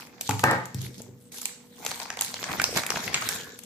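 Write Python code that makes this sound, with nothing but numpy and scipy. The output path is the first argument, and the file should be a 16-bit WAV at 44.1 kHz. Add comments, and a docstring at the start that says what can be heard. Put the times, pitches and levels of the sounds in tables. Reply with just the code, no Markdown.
"""Stiff film rubs softly over a faint hum, then sharp clicks begin: a plastic mailer is turned over in the hands.
It is close to the microphone, above a table in a small bare room. Early on, something hard is put down on
the table: it clicks, rings the top and skids in a rush of small slips. Rubbing is filtered noise plus many tiny
clicks; creases snap as short noise bursts with a ringing note; slack parts pop with dull, hollow notes; a hollow
swish comes near the end. The clicks, pops, crackles, knocks and skid leave a short tail in the room."""
import sys
import numpy as np
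from scipy import signal
from scipy.fft import rfft, irfft
from scipy.io import wavfile

SR = 44100
rng = np.random.default_rng(int(sys.argv[2]) if len(sys.argv) > 2 else 0)


def unload_audio(sound):
    """Save the sound as a 16-bit wav file, at the path given as the first command line argument."""
    columns = np.transpose(np.atleast_2d(sound))
    # keep every value between -1 and 1, then stretch to whole-number steps
    steps = np.round(np.clip(columns, -1, 1) * 32767)
    wavfile.write(sys.argv[1], SR, steps.astype(np.int16))


N = 160965
T = np.arange(N) / SR
MIC_LAG_S = 0.00017   # sets how far arrival times spread between the two microphones


def from_db(db):
    """Turn decibels into a gain."""
    return 10 ** (np.asarray(db) / 20)


def rms_one(x):
    """Scale a sound to an rms of one."""
    return x / np.sqrt(np.mean(x ** 2) + 1e-20)


def at_hz(points, hz):
    """Read a table between its points, on a log-frequency axis."""
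    f, v = np.transpose(points)
    return np.interp(np.log(hz + 1e-3), np.log(f), v)


def band(x, low, high, order=3):
    """Keep only the frequencies between low and high."""
    sos = signal.butter(order, [low, high], "band", fs=SR, output="sos")
    return signal.sosfilt(sos, x + 1e-18)


def coloured(x, spectrum):
    """Shape a sound with a (Hz, dB) curve, through a minimum-phase filter that never rings early."""
    size = 4096
    gain = from_db(at_hz(spectrum, np.fft.rfftfreq(size, 1 / SR)))
    cepstrum = irfft(np.log(gain))
    # Folding the second half onto the first makes the filter causal.
    cepstrum[1:size // 2] *= 2
    cepstrum[size // 2 + 1:] = 0
    response = irfft(np.exp(rfft(cepstrum)))
    return signal.fftconvolve(np.atleast_2d(x), response[None], axes=1)[:, :x.shape[-1]]


# How alike left and right are. Each row: frequency in Hz, likeness from 0 (unrelated) to 1 (the same).
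LIKENESS = [(60, 0.92), (130, 0.88), (290, 0.69), (640, 0.65), (1400, 0.27), (3100, 0.12), (15000, 0)]


def diffuse(size):
    """Stereo noise from all around: alike in the bass, unrelated in the treble."""
    mid, side = rfft(rng.standard_normal((2, size)))
    alike = np.clip(at_hz(LIKENESS, np.fft.rfftfreq(size, 1 / SR)), -1, 1)
    spectrum = np.sqrt(1 + alike) * mid + np.sqrt(1 - alike) * side * [[1], [-1]]
    return rms_one(irfft(spectrum, size))


def drift(rate):
    """A random wander with an rms of one, through this many new values a second."""
    knots = rng.standard_normal(2000)
    return rms_one(np.interp(T * rate, np.arange(len(knots)), knots))


def ring(clicks, hz, t60):
    """Each unit click sets off a sine of height about 1 that falls by 60 dB in t60 seconds."""
    r = 10 ** (-3 / (t60 * SR))
    w = 2 * np.pi * hz / SR
    return signal.lfilter([0, np.sin(w)], [1, -2 * r * np.cos(w), r * r], clicks + 1e-18)


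def resonate(x, rings):
    """Feed a sound to side-by-side resonances of (Hz, width Hz, dB), added with alternating sign."""
    out = 0
    for k, (hz, width_hz, db) in enumerate(rings):
        b, a = signal.iirpeak(hz, hz / width_hz, fs=SR)
        out = out + (-1) ** k * from_db(db) * signal.lfilter(b, a, x + 1e-18)
    return out


def add(track, s, sound):
    """Mix a sound into a track at a time in seconds."""
    i = int(s * SR)
    track[i:i + len(sound)] += sound[:max(len(track) - i, 0)]


# Tone of the room air. Each row: frequency in Hz, relative level in dB per Hz.
AIR = [(30, -41), (60, -13.5), (120, -5.5), (240, 2.5), (350, -11), (480, -7), (720, -19), (2500, -29),
       (7600, -31.5), (9200, -55), (11300, -28.5), (15000, -27.5)]
# The steady hum. Each row: frequency in Hz, average rms level in dB.
HUM = [(194, -68), (242.2, -60), (484.5, -63)]
AIR_DB = -56


def background():
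    """Room air is shaped noise; the faint hum is a few sines that waver together in level."""
    hum = 0
    for hz, db in HUM:
        hum = hum + np.sqrt(2) * from_db(db) * np.sin(2 * np.pi * (hz * T + rng.random()))
    air = from_db(AIR_DB) * rms_one(coloured(diffuse(N), AIR))
    return air + hum * from_db(1.1 * drift(5.2))


PATCHY_DB, PATCHES_PER_S = 4.5, 22   # as the sheet bends, its resonances come and go


def patchy(x, low, high, count=5):
    """Split a band into strips that swell and fade on their own as the sheet bends."""
    edges = np.geomspace(low, high, count + 1)
    out = 0
    for k in range(count):
        strip = band(x[k % 2], edges[k], edges[k + 1], order=2)   # the two noises take turns
        out = out + strip * from_db(PATCHY_DB * drift(PATCHES_PER_S))
    return rms_one(out)


CRACKLES_PER_S, CRACKLE_SPREAD_DB = 520, 3


def creases(size=6000):
    """Tiny creases give way at random: sample, strength and centre pitch of each, and its two mic delays."""
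    gaps_s = rng.exponential(1 / CRACKLES_PER_S, size)
    born = (np.cumsum(gaps_s) * SR).astype(int)
    strength = from_db(CRACKLE_SPREAD_DB * np.minimum(rng.exponential(1, size), 2))
    centre_hz = np.exp(rng.uniform(np.log(100), np.log(16000), size))
    lags = (rng.random((2, size)) * MIC_LAG_S * SR).astype(int)
    return born, strength, centre_hz, lags


# Colour of the film, for its rubbing and for the sharp clicks. Each row: frequency in Hz, level in dB.
FILM = [(60, -7), (110, -0.5), (270, -4), (460, -2), (560, -3.5), (820, 2), (1070, 0.5), (1800, 1.5),
        (2500, 1.5), (2950, -4.5), (3700, -4), (5500, -4.5), (7400, -4), (9400, -19), (11600, -13),
        (13300, -19.5), (15000, -20)]
CRACKLE_CYCLES = 10.9   # cycles for a click's ringing to fall by 60 dB
CRACKLE_OCTAVES = .55   # spread of one tiny crease's spectrum around its pitch


def crackle(tiny, low, high, count=10):
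    """Each tiny crease is one click that rings the film's modes around its own pitch, with its own strengths."""
    born, strength, centre_hz, lags = tiny
    out = np.zeros((2, N))
    for hz in np.geomspace(low, high, count * 2 + 1)[1::2]:
        shared, own = rng.standard_normal(len(born)), rng.standard_normal((2, len(born)))
        alike = np.clip(at_hz(LIKENESS, hz), 0, 1)
        clumps = from_db(PATCHY_DB * drift(PATCHES_PER_S)[np.minimum(born, N - 1)])
        nearness = np.exp(-.5 * (np.log2(hz / centre_hz) / CRACKLE_OCTAVES) ** 2)
        reach = strength * clumps * nearness
        for side in range(2):
            weight = reach * (np.sqrt(alike) * shared + np.sqrt(1 - alike) * own[side])
            # Clicks past the end of the scene fall into slot N, which is dropped.
            clicks = np.bincount(np.minimum(born + lags[side], N), weight, N)[:N]
            out[side] += hz * ring(clicks, hz, CRACKLE_CYCLES / hz)
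    return rms_one(band(coloured(out, FILM), low, high))


# How hard the film rubs, before flutter and the hiss and crackle shares below.
# Each row: time in seconds, then level in dB in each of the four rub bands.
RUB = [(0, -61, -47.5, -45.5, -49.5), (0.171, -61, -56, -62.5, -79), (0.26, -53, -53.5, -36, -46),
       (0.72, -69, -57, -56.5, -72), (0.848, -43, -47, -36.5, -44.5), (0.92, -50.5, -62, -52.5, -62),
       (1.0, -48, -56, -42.5, -50), (1.121, -63, -64.5, -76, -90), (1.22, -68, -73.5, -66, -60),
       (1.313, -75, -73, -66, -71), (1.321, -58, -51, -41.5, -44.5), (1.42, -58.5, -52, -37, -39.5),
       (1.57, -70, -56, -59, -70), (1.72, -67, -64.5, -61, -59), (1.819, -50.5, -45.5, -45, -51),
       (1.89, -46, -38.5, -34.5, -39.5), (2.05, -59, -41, -41, -46.5), (2.15, -57, -45, -55.5, -64),
       (2.23, -57.5, -40, -34.5, -40), (2.39, -50.5, -45.5, -43.5, -54.5),
       (2.551, -40, -29.5, -35.5, -44.5), (2.71, -45, -49, -54, -43), (2.771, -34.5, -27.5, -24, -38.5),
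       (2.84, -53.5, -35.5, -46, -46.5), (2.951, -40, -36, -37, -46), (3.03, -46, -33, -32.5, -39.5),
       (3.11, -41, -36, -38, -52.5), (3.23, -44.5, -33.5, -34, -38.5), (3.362, -45, -36, -31, -39),
       (3.499, -54, -52.5, -45.5, -58.5), (3.65, -66, -60, -54.5, -63)]
# The rub bands. Each row: lowest and highest frequency in Hz.
RUB_BANDS_HZ = [(70, 500), (500, 2800), (2800, 8000), (8000, 15500)]
# Share of smooth friction: one level in dB for each rub band.
HISS_DB = [-2.5, -7.5, -5.5, -1.5]
# Share of tiny creases: one level in dB for each rub band.
CRACKLE_DB = [-4.5, -5.5, -8, -5]
FLUTTER_DB = 1.83


def rubbing():
    """Film slides over fingers and over itself: returns the smooth hiss and the crackle that rides on it."""
    s, *levels = np.transpose(RUB)
    friction = [coloured(diffuse(N), FILM) for _ in range(2)]
    flutter = from_db(FLUTTER_DB * drift(70))
    hiss = grains = 0
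    tiny = creases()
    for (low, high), db, hiss_db, crackle_db in zip(RUB_BANDS_HZ, levels, HISS_DB, CRACKLE_DB):
        gain = from_db(np.interp(T, s, db)) * flutter
        hiss = hiss + gain * from_db(hiss_db) * patchy(friction, low, high)
        grains = grains + gain * from_db(crackle_db) * crackle(tiny, low, high)
    return hiss, grains


# Sharp broadband clicks: creases snapping, and four hard contacts of the object on the table (0.29 to 0.51 s).
# Each row: time of the pulse in seconds, pitch in Hz, left minus right in dB,
# then level in dB in each of the four click bands (as rms over 4 ms, before panning).
CLICKS = [(0.2109, 7940, -2, -42, -56, -26.5, -27), (0.2927, 2580, 5, -26, -28.5, -26.5, -25.5),
          (0.3093, 920, -5.5, -40, -26.5, -28.5, -33), (0.394, 1190, 4, -39, -34, -29.5, -34),
          (0.4393, 1150, 2.5, -18.5, -21.5, -23, -24), (0.512, 910, 3, -23.5, -50, -31, -29.5),
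          (0.656, 7400, 6, -61, -44, -38, -39.5), (0.7455, 5700, 4, -71, -70, -39, -37.5),
          (1.0194, 6700, 4, -78, -76, -44.5, -40), (1.417, 5550, -1, -57, -47, -39, -31.5),
          (1.4558, 7870, -0.5, -45, -40, -23, -25.5), (1.8499, 7100, -2, -35.5, -46.5, -34, -33),
          (1.8641, 6270, 1.5, -33, -31.5, -24, -29.5), (1.9146, 4480, -1.5, -34, -35, -30.5, -35),
          (2.0005, 4520, 4, -35.5, -36, -32.5, -54), (2.0171, 3730, 2, -37, -44, -37.5, -52),
          (2.1034, 1690, 0, -43, -28, -30, -43), (2.1718, 2800, -1, -35, -34, -35.5, -40),
          (2.191, 3530, 0, -37.5, -50, -30.5, -47), (2.2107, 11200, -1, -45, -36, -27.5, -17.5),
          (2.2205, 6460, -4, -40, -38, -25.5, -42), (2.2475, 4140, 0, -53, -44, -31, -30),
          (2.3418, 4330, -1.5, -37.5, -37, -28, -38), (2.429, 3220, -1, -38, -36, -31.5, -45),
          (2.4407, 1720, 2, -45, -30, -27.5, -42), (2.517, 1780, 2, -31.5, -35, -34, -39),
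          (2.5986, 1565, -2.5, -43, -17, -28.5, -44), (2.617, 1720, 3, -32.5, -24.5, -26.5, -26),
          (2.6409, 5650, -1.5, -28.5, -29, -14.5, -28), (2.7617, 2340, -3, -29.5, -32, -49, -33),
          (2.7706, 1810, -3, -29, -30, -38, -42), (2.774, 1870, 3, -46, -25.5, -24, -26.5),
          (2.835, 2320, -10, -40, -31.5, -36, -46), (2.8651, 2250, 0, -49, -30, -31, -27),
          (2.9043, 5470, 2.5, -27, -24.5, -20.5, -29.5), (2.9591, 1650, 1.5, -34, -25.5, -42, -55),
          (2.9709, 680, 0.5, -26.5, -29.5, -43, -53), (3.0785, 1950, 7, -52, -27, -36, -46),
          (3.1436, 7150, 1, -31, -21, -18, -47), (3.147, 3280, 1, -42, -32, -23, -47),
          (3.222, 1240, 4, -37, -30, -31, -48), (3.2895, 5650, -2, -49, -32, -23.5, -23),
          (3.5904, 11200, 7.5, -66, -57, -42, -39), (3.636, 7900, 10, -73, -71, -49, -42)]
# The click bands. Each row: lowest and highest frequency in Hz.
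CLICK_BANDS_HZ = [(400, 1200), (1200, 2800), (2800, 8000), (8000, 15500)]
RISE_S, LEAD_S = 0.0003, .005   # time constant of the onset, and length of the lead-in
CRACK_S, FLAP_S = 0.00069, 0.0042   # time constants: a sharp crack, then a brief, softer flapping tail
# A faint noise swell leads into the single pulse; tails differ from click to click.
LEAD_NOISE_DB, PULSE_DB, FLAP_DB, FLAP_SPREAD_DB = -13, 14.5, -3, 3.5
NOTE_DB, NOTE_CYCLES = -1.5, 23.7   # the ringing note; cycles to fall by 60 dB
# The further a click stands above the rubbing, the weaker its lead-in noise and its tail.
LONE_DB, CLEAN_DB_PER_DB = 17.5, 0.34


def sharp_clicks():
    """A faint noise swell leads into one pulse and a short crack, with a ringing note and a brief tail."""
    out = np.zeros((2, N))
    t = np.arange(SR // 40) / SR - LEAD_S   # the pulse is at zero
    after = np.maximum(t, 0)
    lead_noise = (t < 0) * from_db(LEAD_NOISE_DB) * (1 + t / LEAD_S)
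    rise = np.exp(np.minimum(t, 0) / RISE_S)
    pulse = from_db(PULSE_DB) * (np.arange(len(t)) == np.argmax(t >= 0))
    reference = .004 * SR
    rub_s, _, _, rub_treble_db, _ = np.transpose(RUB)
    for s, hz, pan_db, *levels in CLICKS:
        above_db = max(levels) - np.interp(s, rub_s, rub_treble_db)
        looseness = from_db(np.clip(CLEAN_DB_PER_DB * (LONE_DB - above_db), -20, 2))
        flap = looseness * from_db(FLAP_DB + FLAP_SPREAD_DB * rng.standard_normal())
        fall = np.exp(-after / CRACK_S) + flap * np.exp(-after / FLAP_S)
        shape = looseness * lead_noise + rise * fall
        shared, own = rng.standard_normal(len(t)), rng.standard_normal((2, len(t)))
        lag = abs(rng.normal(0, MIC_LAG_S / 3, 2))
        note = rms_one(np.sin(2 * np.pi * hz * after) * from_db(-60 * after * hz / NOTE_CYCLES))
        # "apart" is how much left and right differ; it grows towards the treble.
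        for (low, high), db, apart in zip(CLICK_BANDS_HZ, levels, [.2, .45, 1.2, 1.8]):
            noise = (shared + apart * own) * shape
            crack = rms_one(band(coloured(pulse + noise, FILM), low, high))
            burst = crack + (low <= hz < high) * from_db(NOTE_DB) * note   # only in the band of its pitch
            burst *= from_db(db) * np.sqrt(2 * reference / np.sum(burst ** 2))
            for side, sign in enumerate((1, -1)):
                panned = burst[side] * from_db(sign * pan_db / 2)
                add(out[side], s - LEAD_S + lag[side], panned)
    return out


# Notes rung by blows on the table: the two lowest (104 and 127.2 Hz) are modes of the room, the rest belong to
# the table top. Each row: frequency in Hz, level in dB, time to fall by 60 dB in seconds.
KNOCK_MODES = [(104, 3.5, 0.3), (127.2, -1.5, 0.49), (182, -3, 0.36), (276.6, -1, 0.18), (430.4, -15, 0.36),
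               (475, -17, .25), (827, -2.5, 0.089), (870, 5, 0.1), (932, -7.5, 0.09), (1282, -10, 0.15)]
# Blows on the table. Each row: time in seconds, strength in dB, softness as a low-pass in Hz (lower is softer).
KNOCKS = [(.292, -26, 1790), (0.3109, -30, 1400), (0.4357, -26.5, 1800), (0.514, -39, 1220),
          (0.7473, -25, 118), (1.004, -51, 614), (1.09, -44.5, 149)]
MIC_LOW_CUT_HZ = 102


def knocks():
    """Blows ring the table top and the room's lowest modes; a soft blow reaches only the low notes."""
    s, db, soft_hz = np.transpose(KNOCKS)
    out = 0
    for hz, mode_db, t60 in KNOCK_MODES:
        strength = from_db(db + mode_db) / np.sqrt(1 + (hz / soft_hz) ** 4)
        clicks = np.bincount((s * SR).astype(int), strength, N)
        out = out + ring(clicks, hz, t60)
    low_cut = signal.butter(4, MIC_LOW_CUT_HZ, "high", fs=SR, output="sos")
    return signal.sosfilt(low_cut, [out, out])


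# Harder catches in the skid. Each row: time in seconds, strength in dB against the largest ordinary slip.
SKID_CATCHES = [(0.435, 2.4), (.439, 12.2), (0.511, 1.9), (.531, 2.3)]
# Resonances that the skid excites. Each row: frequency in Hz, width in Hz, level in dB.
SKID_RINGS = [(664, 140, -6.5), (788, 49, 5), (860, 46, 7), (1256, 65, 10), (1565, 63, -0.5), (1758, 67, 5),
              (1880, 62, -8.5)]
# Overall tone of the skid. Each row: frequency in Hz, level in dB.
SKID_COLOUR = [(70, -45), (110, -3.5), (190, 0.5), (600, 2), (900, -6.5), (1900, 2), (2300, -7.5),
               (2900, -13.5), (5000, -22), (12000, -46)]
SKID_START_S, SKID_LENGTH_S, SKID_DB, SLIPS_PER_S = .435, .104, -23, 840
SKID_BROAD_DB = -6   # the bare slips, mixed with the resonances


def skid():
    """A hard object judders over the table: dense slips, and a few harder catches, into its resonances."""
    sliding = (T > SKID_START_S) & (T < SKID_START_S + SKID_LENGTH_S)
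    slips = sliding * (rng.random(N) < SLIPS_PER_S / SR)
    slips = slips * rng.uniform(0.32, 1, N) * rng.choice([-1, 1], N)
    for s, db in SKID_CATCHES:
        add(slips, s, from_db([db]))
    mix = from_db(SKID_BROAD_DB) * slips + resonate(slips, SKID_RINGS)
    body = coloured(mix, SKID_COLOUR)[0]
    body *= from_db(SKID_DB) / body[sliding].std()
    return np.array([body, np.roll(body, int(MIC_LAG_S * SR))])   # the right side hears it later


# Slack parts popping over with a dull, hollow note. Each row: time in seconds, pitch in Hz, push in dB.
POPS = [(1.0034, 440, -31), (2.058, 900, -26.5), (2.104, 650, -28), (2.217, 935, -23.5), (2.506, 99, -40),
        (2.691, 474, -25.5), (2.728, 479, -25.5), (2.76, 138, -30.5), (2.942, 690, -23.5)]
POP_CYCLES, POP_OVERTONE = 8.1, 1.55   # cycles of pitch to fall by 60 dB; pitch ratio of the weaker second mode


def pops():
    """A slack panel pops over and rings for a few cycles in two modes."""
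    out = np.zeros(N)
    for s, hz, db in POPS:
        push = signal.unit_impulse(SR // 5) * from_db(db)
        main = ring(push, hz, POP_CYCLES / hz)
        overtone = ring(push, hz * POP_OVERTONE, POP_CYCLES / hz)
        add(out, s, main - .5 * overtone)
    return np.array([out, out])


# The mailer brushes the table as it is laid down. Each row: time in seconds, level in dB.
BRUSH = [(3.15, -82), (3.3, -39), (3.55, -52.5), (3.65, -77)]
# What rings as it brushes. Each row: frequency in Hz, width in Hz, level in dB.
BRUSH_RINGS = [(457, 57, 0), (1480, 130, -3), (1720, 110, -0.5)]


def brush():
    """A hollow swish as the mailer slides onto the table: noise through a few resonances."""
    level = from_db(np.interp(T, *np.transpose(BRUSH)))
    return level * rms_one(resonate(diffuse(N), BRUSH_RINGS))


# How long the room rings. Each row: frequency in Hz, time to fall by 60 dB in seconds.
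ROOM_T60 = [(100, 0.53), (400, 0.46), (1500, 0.44), (5000, 0.5), (14000, 0.24)]
ROOM_DELAY_S = 0.0077


def room(x):
    """Dense reflections, made of noise, that die away band by band."""
    size = SR * 3 // 4
    t, noise = np.arange(size) / SR, diffuse(size)
    edges = np.geomspace(60, 18000, 9)
    tail = 0
    for low, high in zip(edges, edges[1:]):
        t60 = at_hz(ROOM_T60, np.sqrt(low * high))
        tail = tail + band(noise, low, high) * from_db(-60 * t / t60)
    tail = tail * (t > ROOM_DELAY_S)
    tail /= np.sqrt(np.sum(tail ** 2) / 2)
    return signal.fftconvolve(x, tail, axes=1)[:, :N]


# How much of each source the room returns
CLICK_WET_DB, CRACKLE_WET_DB, KNOCK_WET_DB, SKID_WET_DB = -8.5, -10, -5, -2.5


def scene():
    """Mailer and table, direct and through the room, over the background."""
    hiss, grains = rubbing()
    sources = [(grains, CRACKLE_WET_DB), (sharp_clicks() + pops(), CLICK_WET_DB),
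               (knocks(), KNOCK_WET_DB), (skid(), SKID_WET_DB)]
    direct = hiss + brush() + sum(x for x, _ in sources)
    echoes = room(sum(x * from_db(db) for x, db in sources))
    return direct + echoes + background()


CUTOFF_HZ = 15300


def record(dry):
    """Peaks are clipped at full scale, then the top of the treble is cut steeply."""
    low_pass = signal.ellip(10, .2, 80, CUTOFF_HZ, fs=SR, output="sos")
    return signal.sosfilt(low_pass, np.clip(dry, -1, 1))


dry = scene()
out = record(dry)
unload_audio(out)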